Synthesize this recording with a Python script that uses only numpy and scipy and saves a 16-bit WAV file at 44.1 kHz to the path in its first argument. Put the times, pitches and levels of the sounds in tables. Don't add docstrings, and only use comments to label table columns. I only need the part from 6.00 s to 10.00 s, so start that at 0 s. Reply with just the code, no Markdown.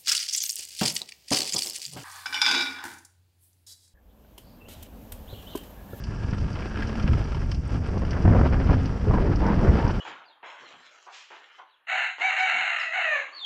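import sys
import numpy as np
from scipy import signal
from scipy.fft import rfft, irfft
from scipy.io import wavfile
from scipy.ndimage import uniform_filter1d

SR = 44100
rng = np.random.default_rng(int(sys.argv[2]) if len(sys.argv) > 2 else 0)


def int16_out(signal):
    q = np.round(np.clip(np.atleast_2d(signal).T, -1, 1) * 32767)
    wavfile.write(sys.argv[1], SR, q.astype(np.int16))


N = 176400
TIME = np.arange(N) / SR

# time in seconds, relative level in dB.
BUFFET_LEVEL = [(0.0, -32.5), (0.4, -28.5), (0.42, -21), (0.48, -31), (0.52, -30.5), (0.6, -33),
                (0.99, -30.5), (1.11, -19.5), (1.22, -28.5), (1.31, -28), (1.48, -26), (1.65, -27.5),
                (1.7, -33.5), (1.74, -21), (1.86, -31.5), (1.9, -25.5), (1.97, -25.5), (2.235, -27.5),
                (2.255, -12), (2.35, -19), (2.415, -16), (2.44, -19.5), (2.675, -21.5), (2.697, -16.5),
                (2.75, -20), (3.01, -30.5), (3.1, -19), (3.26, -25), (3.3, -15), (3.33, -22.5),
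                (3.63, -23.5), (3.695, -11.5), (3.8, -29.5), (3.845, -19), (3.89, -25.5), (4.0, -27.5)]
RUSH_LEVEL = [(1.82, -44.5), (1.93, -37.5), (1.97, -49), (2.08, -39), (2.16, -34.5), (2.243, -39.5),
              (2.258, -29.5), (2.45, -31.5), (2.5, -37), (2.6, -32), (2.635, -36), (2.685, -37),
              (2.71, -34), (2.765, -39), (3.03, -43.5), (3.08, -32.5), (3.155, -35), (3.21, -37.5),
              (3.32, -34.5), (3.35, -42.5), (3.5, -25.5), (3.565, -37.5), (3.66, -25), (3.71, -29.5),
              (3.79, -33.5), (3.89, -32), (3.945, -44), (4, -33)]
GRIT_LEVEL = [(0, -50.5), (.12, -48.5), (.2, -50), (.3, -46), (.47, -47), (.57, -44), (.74, -45),
              (.81, -42.5), (.93, -43.5), (1.12, -40.5), (1.31, -45), (1.36, -46), (1.44, -48),
              (1.54, -48.5), (1.585, -57), (1.665, -48), (1.73, -42.5), (1.755, -43), (1.79, -54),
              (1.83, -54), (1.865, -45.5), (1.94, -49.5), (2.52, -44.5), (2.72, -41), (2.96, -47.5),
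              (3.13, -43), (3.39, -46), (3.45, -43), (3.9, -39), (4, -45.5)]
LEAF_LEVEL = [(0.0, -55), (.2, -55.5), (0.68, -55), (1.01, -53), (1.55, -55.5), (1.6, -57.5), (1.69, -57),
              (1.74, -50), (1.8, -57), (1.86, -56.5), (2.64, -54.5), (3.02, -56), (3.4, -56), (3.71, -52),
              (4.0, -55.5)]
RASP_LEVEL = [(0, -58), (.15, -48.5), (.3, -50.5), (.47, -63), (.6, -52.5), (.7, -44), (.83, -44),
              (1.0, -53.5), (1.15, -50.5), (1.35, -66), (1.55, -72)]
# time in seconds, pitch in Hz, relative level in dB.
HELMET_BOOM = [(3.04, 180, -37), (3.11, 180.7, -23), (3.152, 184.6, -17.5), (3.19, 179.4, -34),
               (3.41, 176.3, -36.5), (3.44, 175.3, -23), (3.5, 190.4, -21.5), (3.58, 176.5, -24),
               (3.69, 188.6, -24), (3.8, 187.9, -36), (3.86, 201.2, -31), (3.92, 196, -44)]
HELMET_DRONE = [(3.03, 440, -59), (3.08, 426.3, -26), (3.17, 411.3, -34.5), (3.26, 378, -29.5),
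                (3.34, 287.2, -32), (3.42, 306.4, -35.5), (3.52, 365.7, -30), (3.58, 328, -39),
                (3.66, 371, -26), (3.765, 401.5, -29), (3.79, 426.6, -47), (3.87, 450, -48),
                (3.95, 446, -48)]
VISOR_WHISTLE = [(3.09, 1000, -65), (3.14, 990, -28), (3.185, 960, -35.5), (3.21, 950, -42),
                 (3.395, 880, -50), (3.42, 890, -31), (3.51, 930, -28.5), (3.56, 1020, -45),
                 (3.68, 950, -37.5), (3.75, 850, -48), (3.78, 819, -33), (3.84, 930, -33),
                 (3.9, 933, -33.5), (3.95, 920, -56)]
TREAD_HUM = [(0, 185.8, -55), (.3, 200.8, -37.5), (.55, 206, -43.5), (.8, 216.4, -37.5), (1.05, 224, -33),
             (1.35, 226.8, -55.5), (2, 243, -48), (2.75, 262.4, -33), (3.2, 237, -53), (4, 225.7, -48)]
# start in seconds, length in seconds, level in dB.
AIR_BLASTS = [(1.94, 0.021, -32), (1.967, 0.0091, -23.5), (2.017, 0.018, -24.5), (2.249, .014, -15.5),
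              (2.274, 0.0097, -19), (2.321, 0.013, -19), (2.345, 0.022, -18), (2.382, 0.021, -21.5),
              (2.41, 0.0049, -14), (2.45, .016, -19), (2.689, 0.031, -19), (3.106, .012, -22.5),
              (3.135, 0.018, -21.5), (3.172, .014, -23)]
TYRE_SCRAPES = [(2.457, .012, -29.5), (2.522, 0.025, -25), (2.598, 0.0099, -24.5), (2.705, 0.017, -30),
                (2.726, 0.016, -26), (3.252, .022, -33), (3.312, 0.024, -30.5)]
# start in seconds, relative level in dB, pitch in Hz.
STONE_KNOCKS = [(.333, -26.5, 1310), (.556, -28, 1481), (.606, -28, 980), (.624, -27.5, 2260),
                (.758, -26, 1500), (.773, -23.5, 1310), (.783, -38, 2600), (.806, -26, 1420),
                (.823, -21, 1640), (.831, -24, 1630), (.895, -27, 1680), (.955, -23.5, 700),
                (.998, -22.5, 1400), (1.024, -32, 2600), (1.078, -21.5, 1593), (1.133, -20.5, 1300),
                (1.182, -36, 1700), (1.32, -35, 700), (1.347, -22.5, 920), (1.418, -31, 1500),
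                (1.518, -25.5, 1130), (1.847, -33, 1618), (2.02, -32, 650), (2.05, -27, 750),
                (2.075, -39, 1200), (2.132, -24.5, 1600)]
# start in seconds, relative level in dB.
CHAIN_CLACKS = [(.039, -36), (.307, -41), (.383, -39.5), (.53, -40), (.872, -37), (1.026, -37), (1.24, -41),
                (1.351, -56), (1.515, -32.5), (1.546, -35.5), (1.978, -41), (2.108, -31.5), (2.222, -43),
                (2.857, -35), (3.358, -36.5), (3.466, -38.5), (3.878, -36), (3.911, -40)]
FRAME_THUDS = [(.328, -19.5), (1.043, -18.5), (2.254, -11)]
METAL_PINGS = [(.346, -52), (.794, -57), (1.093, -60), (1.242, -57), (1.415, -62), (1.463, -57),
               (1.517, -49), (1.55, -61), (1.676, -49.5), (1.779, -55.5), (1.873, -53), (1.995, -55),
               (2.226, -60), (2.555, -58)]
# frequency in Hz, bandwidth in Hz, relative gain in dB.
BIKE_MODES = [(909, 28, -0.5), (1383, 38, 1), (1640, 93, 4.5), (2620, 56, -9)]
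# frequency in Hz, relative spectral density in dB.
BUFFET_SPECTRUM = [(12, -17), (25, -6.5), (40, -1.5), (67, -1.5), (105, -5.5), (170, -12.5), (260, -19.5),
                   (450, -33), (1000, -49), (3000, -93), (12000, -110)]
RUSH_SPECTRUM = [(80, -25), (170, 4), (300, -3), (480, -5.5), (700, -8.5), (950, -14.5), (1500, -17.5),
                 (2000, -22), (3000, -39.5), (4000, -45.5), (6000, -53), (9000, -74), (14000, -101.5)]
BLAST_SPECTRUM = [(60, -11), (170, 9.5), (300, 0), (500, 0.5), (800, -6), (1250, -12), (1800, -21.5),
                  (3000, -36.5), (4000, -52.5), (6000, -48.5), (12000, -82)]
GRIT_SPECTRUM = [(100, 10.5), (300, 11), (600, 4.5), (900, 0), (1250, 1), (1700, -8), (2150, -7),
                 (3000, -9), (3800, -18), (5000, -15.5), (6500, -36.5), (10000, -54), (13500, -34.5)]
LEAF_SPECTRUM = [(1000, 1.5), (3000, -6), (4000, -25.5), (4600, -2), (5800, -1), (6300, -11.5), (7700, -15),
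                 (8250, -16.5), (8700, -19.5), (11000, -27), (13500, -38.5)]
STONE_SPECTRUM = [(100, -9.5), (400, -6.5), (1300, -2.5), (2100, -3.5), (3100, -6), (3900, -19.5),
                  (5300, -11), (6600, -33), (13000, -46)]
SCRAPE_SPECTRUM = [(200, 3), (450, 6), (900, -4), (1600, -3), (2200, -11), (3100, -21), (3900, -31.5),
                   (5200, -20.5), (6600, -44), (12000, -80)]
CLACK_SPECTRUM = [(300, 9.5), (1500, -19), (2900, 6), (3800, -7), (4700, 7.5), (5800, 5), (6500, -11),
                  (8300, -29), (9500, -24), (14000, -48)]
THUD_SPECTRUM = [(30, -6), (90, 1.5), (180, -2.5), (300, -15), (600, -26), (1500, -41.5), (4000, -58),
                 (12000, -87)]
PING_SPECTRUM = [(4000, -35), (6000, -15), (7800, -22.5), (8050, 1), (8250, -5), (8500, -17), (9400, -22.5),
                 (10000, -26), (14000, -40)]


def wind(build_db_per_s=56):
    buffet_db, = curves(BUFFET_LEVEL)
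    rush_db, = curves(RUSH_LEVEL)
    rush_db -= build_db_per_s * np.maximum(RUSH_LEVEL[0][0] - TIME, 0)
    eddies = evened(coloured(rng.standard_normal(N), BUFFET_SPECTRUM), window_s=0.06)
    puffs = unit_power(from_db(3 * np.minimum(np.abs(eddies), 2.5) + 2.3 * drift(54)))
    rush = evened(coloured(puffs * rng.standard_normal(N), RUSH_SPECTRUM), window_s=0.03)
    buffet = from_db(buffet_db + 3 + 1.9 * drift(32)) * eddies
    return buffet + from_db(rush_db + 5 + drift(19)) * rush


def helmet_tones():
    boom = air_tone(HELMET_BOOM, width_hz=50)
    drone = air_tone(HELMET_DRONE, width_hz=105)
    return boom + drone + air_tone(VISOR_WHISTLE, width_hz=200)


def air_blasts():
    return bursts(AIR_BLASTS, BLAST_SPECTRUM, rough_db=3.5)


def tyres():
    grit = fractures(GRIT_LEVEL, GRIT_SPECTRUM, per_s=700, spread_db=2.5, clump_db=2.35, smooth=0.83)
    leaves = fractures(LEAF_LEVEL, LEAF_SPECTRUM, per_s=500, spread_db=0, clump_db=1.4, smooth=1.6)
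    ring = sum(from_db(db) * resonance(grit, hz, width) for hz, width, db in BIKE_MODES)
    return from_db(8.5) * (grit + ring) + from_db(3.5) * leaves


def tread_hum():
    hz, db = curves(TREAD_HUM)
    phase = 2 * np.pi * np.cumsum(hz * (1 + 0.048 * drift(26.54))) / SR
    tone = unit_power(np.sin(phase) + 0.12 * np.sin(2 * phase))
    return from_db(db + 2 + 1.75 * drift(10)) * tone


def rasp():
    level_db, = curves(RASP_LEVEL)
    rubbing = rng.standard_normal(N)
    ring = sum(from_db(db) * resonance(resonance(rubbing, hz, 2 * width), hz, 2 * width)
               for hz, width, db in BIKE_MODES)
    return from_db(level_db) * unit_power(ring)


def stones():
    knocks = np.zeros(N)
    for start, db, hz in STONE_KNOCKS:
        hit = from_db(db - 11.5) * contact(start, t60_s=0.045, crack=7.9)
        knocks += hit + from_db(9) * resonance(hit, hz, width_hz=117)
    return coloured(knocks, STONE_SPECTRUM)


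def scrapes():
    return bursts(TYRE_SCRAPES, SCRAPE_SPECTRUM, rough_db=2.5)


def bike_rattle():
    clacks = impacts(CHAIN_CLACKS, CLACK_SPECTRUM, t60_s=0.061, crack=5.2, gain_db=-2.5)
    thuds = impacts(FRAME_THUDS, THUD_SPECTRUM, t60_s=0.014, crack=42, gain_db=-6)
    pings = impacts(METAL_PINGS, PING_SPECTRUM, t60_s=0.045, crack=13, gain_db=-8.5)
    return clacks + thuds + pings


def air_tone(rows, width_hz, upper_ratio=1.65, fade_db_per_s=200):
    hz, db = curves(rows)
    outside_s = np.abs(TIME - np.clip(TIME, rows[0][0], rows[-1][0]))
    phase = 2 * np.pi * np.cumsum(hz) / SR
    lower, upper = (drift(width_hz / 2) * np.cos(k * phase) + drift(width_hz / 2) * np.sin(k * phase)
                    for k in (1, upper_ratio))
    tone = evened(lower + from_db(-11) * upper, window_s=0.03)
    return from_db(db - fade_db_per_s * outside_s) * tone


def bursts(rows, spectrum, rough_db, attack_s=0.0044, release_s=0.0042):
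    envelope = np.zeros(N)
    for start, length, db in rows:
        attack = np.clip((TIME - start) / attack_s, 0, 1)
        release = np.exp(-np.maximum(TIME - start - length, 0) / release_s)
        envelope += from_db(db) * attack * release
    noise = coloured(from_db(rough_db * drift(200)) * rng.standard_normal(N), spectrum)
    return envelope * evened(noise, window_s=0.022)


def fractures(levels, spectrum, per_s, spread_db, clump_db, smooth):
    level_db, = curves(levels)
    clumps = from_db(clump_db * drift(31))
    sizes = from_db(spread_db * np.minimum(rng.exponential(1, N), 4)) * rng.choice([-1, 1], N)
    clicks = unit_power(sizes * (rng.random(N) < per_s / SR))
    force = unit_power(clumps * (clicks + smooth * rng.standard_normal(N)))
    return coloured(force * from_db(level_db), spectrum)


def impacts(rows, spectrum, t60_s, crack, gain_db):
    force = sum(from_db(db + gain_db) * contact(start, t60_s, crack) for start, db in rows)
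    return coloured(force, spectrum)


def contact(start_s, t60_s, crack):
    age = TIME[:SR // 5]
    hit = rng.standard_normal(len(age)) * from_db(-60 * age / t60_s)
    hit[0] = crack
    return np.pad(hit, (int(start_s * SR), N))[:N]


def resonance(x, hz, width_hz):
    radius = np.exp(-np.pi * width_hz / SR)
    feedback = [1, -2 * radius * np.cos(2 * np.pi * hz / SR), radius ** 2]
    return signal.lfilter(np.array([1, 0, -1]) * (1 - radius ** 2) / 2, feedback, x)


def coloured(x, spectrum):
    hz, db = np.transpose(spectrum)
    bin_hz = np.arange(N + 1) * SR / (2 * N)
    gain = unit_power(from_db(np.interp(np.log(bin_hz + 1), np.log(hz), db)))
    cepstrum = irfft(np.log(gain))
    cepstrum[1:N] *= 2
    cepstrum[N + 1:] = 0
    return irfft(rfft(x, 2 * N) * np.exp(rfft(cepstrum)))[:N]


def drift(rate_hz, step=40, settle=2000):
    pole = np.exp(-2 * np.pi * step * rate_hz / SR)
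    noise = rng.standard_normal(N // step + settle + 2)
    slow = signal.lfilter([1], [1, -2 * pole, pole ** 2], noise)[settle:]
    return np.interp(np.arange(N) / step, np.arange(len(slow)), unit_power(slow))


def evened(x, window_s):
    return x / np.sqrt(uniform_filter1d(x * x, int(window_s * SR)) + 1e-12)


def curves(rows):
    times, *columns = np.transpose(rows)
    return [np.interp(TIME, times, column) for column in columns]


def unit_power(x):
    return x / np.sqrt(np.mean(x ** 2) + 1e-20)


def from_db(db):
    return 10 ** (np.asarray(db) / 20)


def scene():
    air = wind() + helmet_tones() + air_blasts()
    trail = tyres() + tread_hum() + rasp() + stones() + scrapes()
    return (air + trail + bike_rattle())[None]


def record(dry):
    stopband_hz = 14300
    lowpass = signal.cheby2(12, 70, stopband_hz, fs=SR, output="sos")
    return signal.sosfilt(lowpass, 0.73 * np.tanh(dry / 0.94))


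dry = scene()
out = record(dry)
int16_out(out)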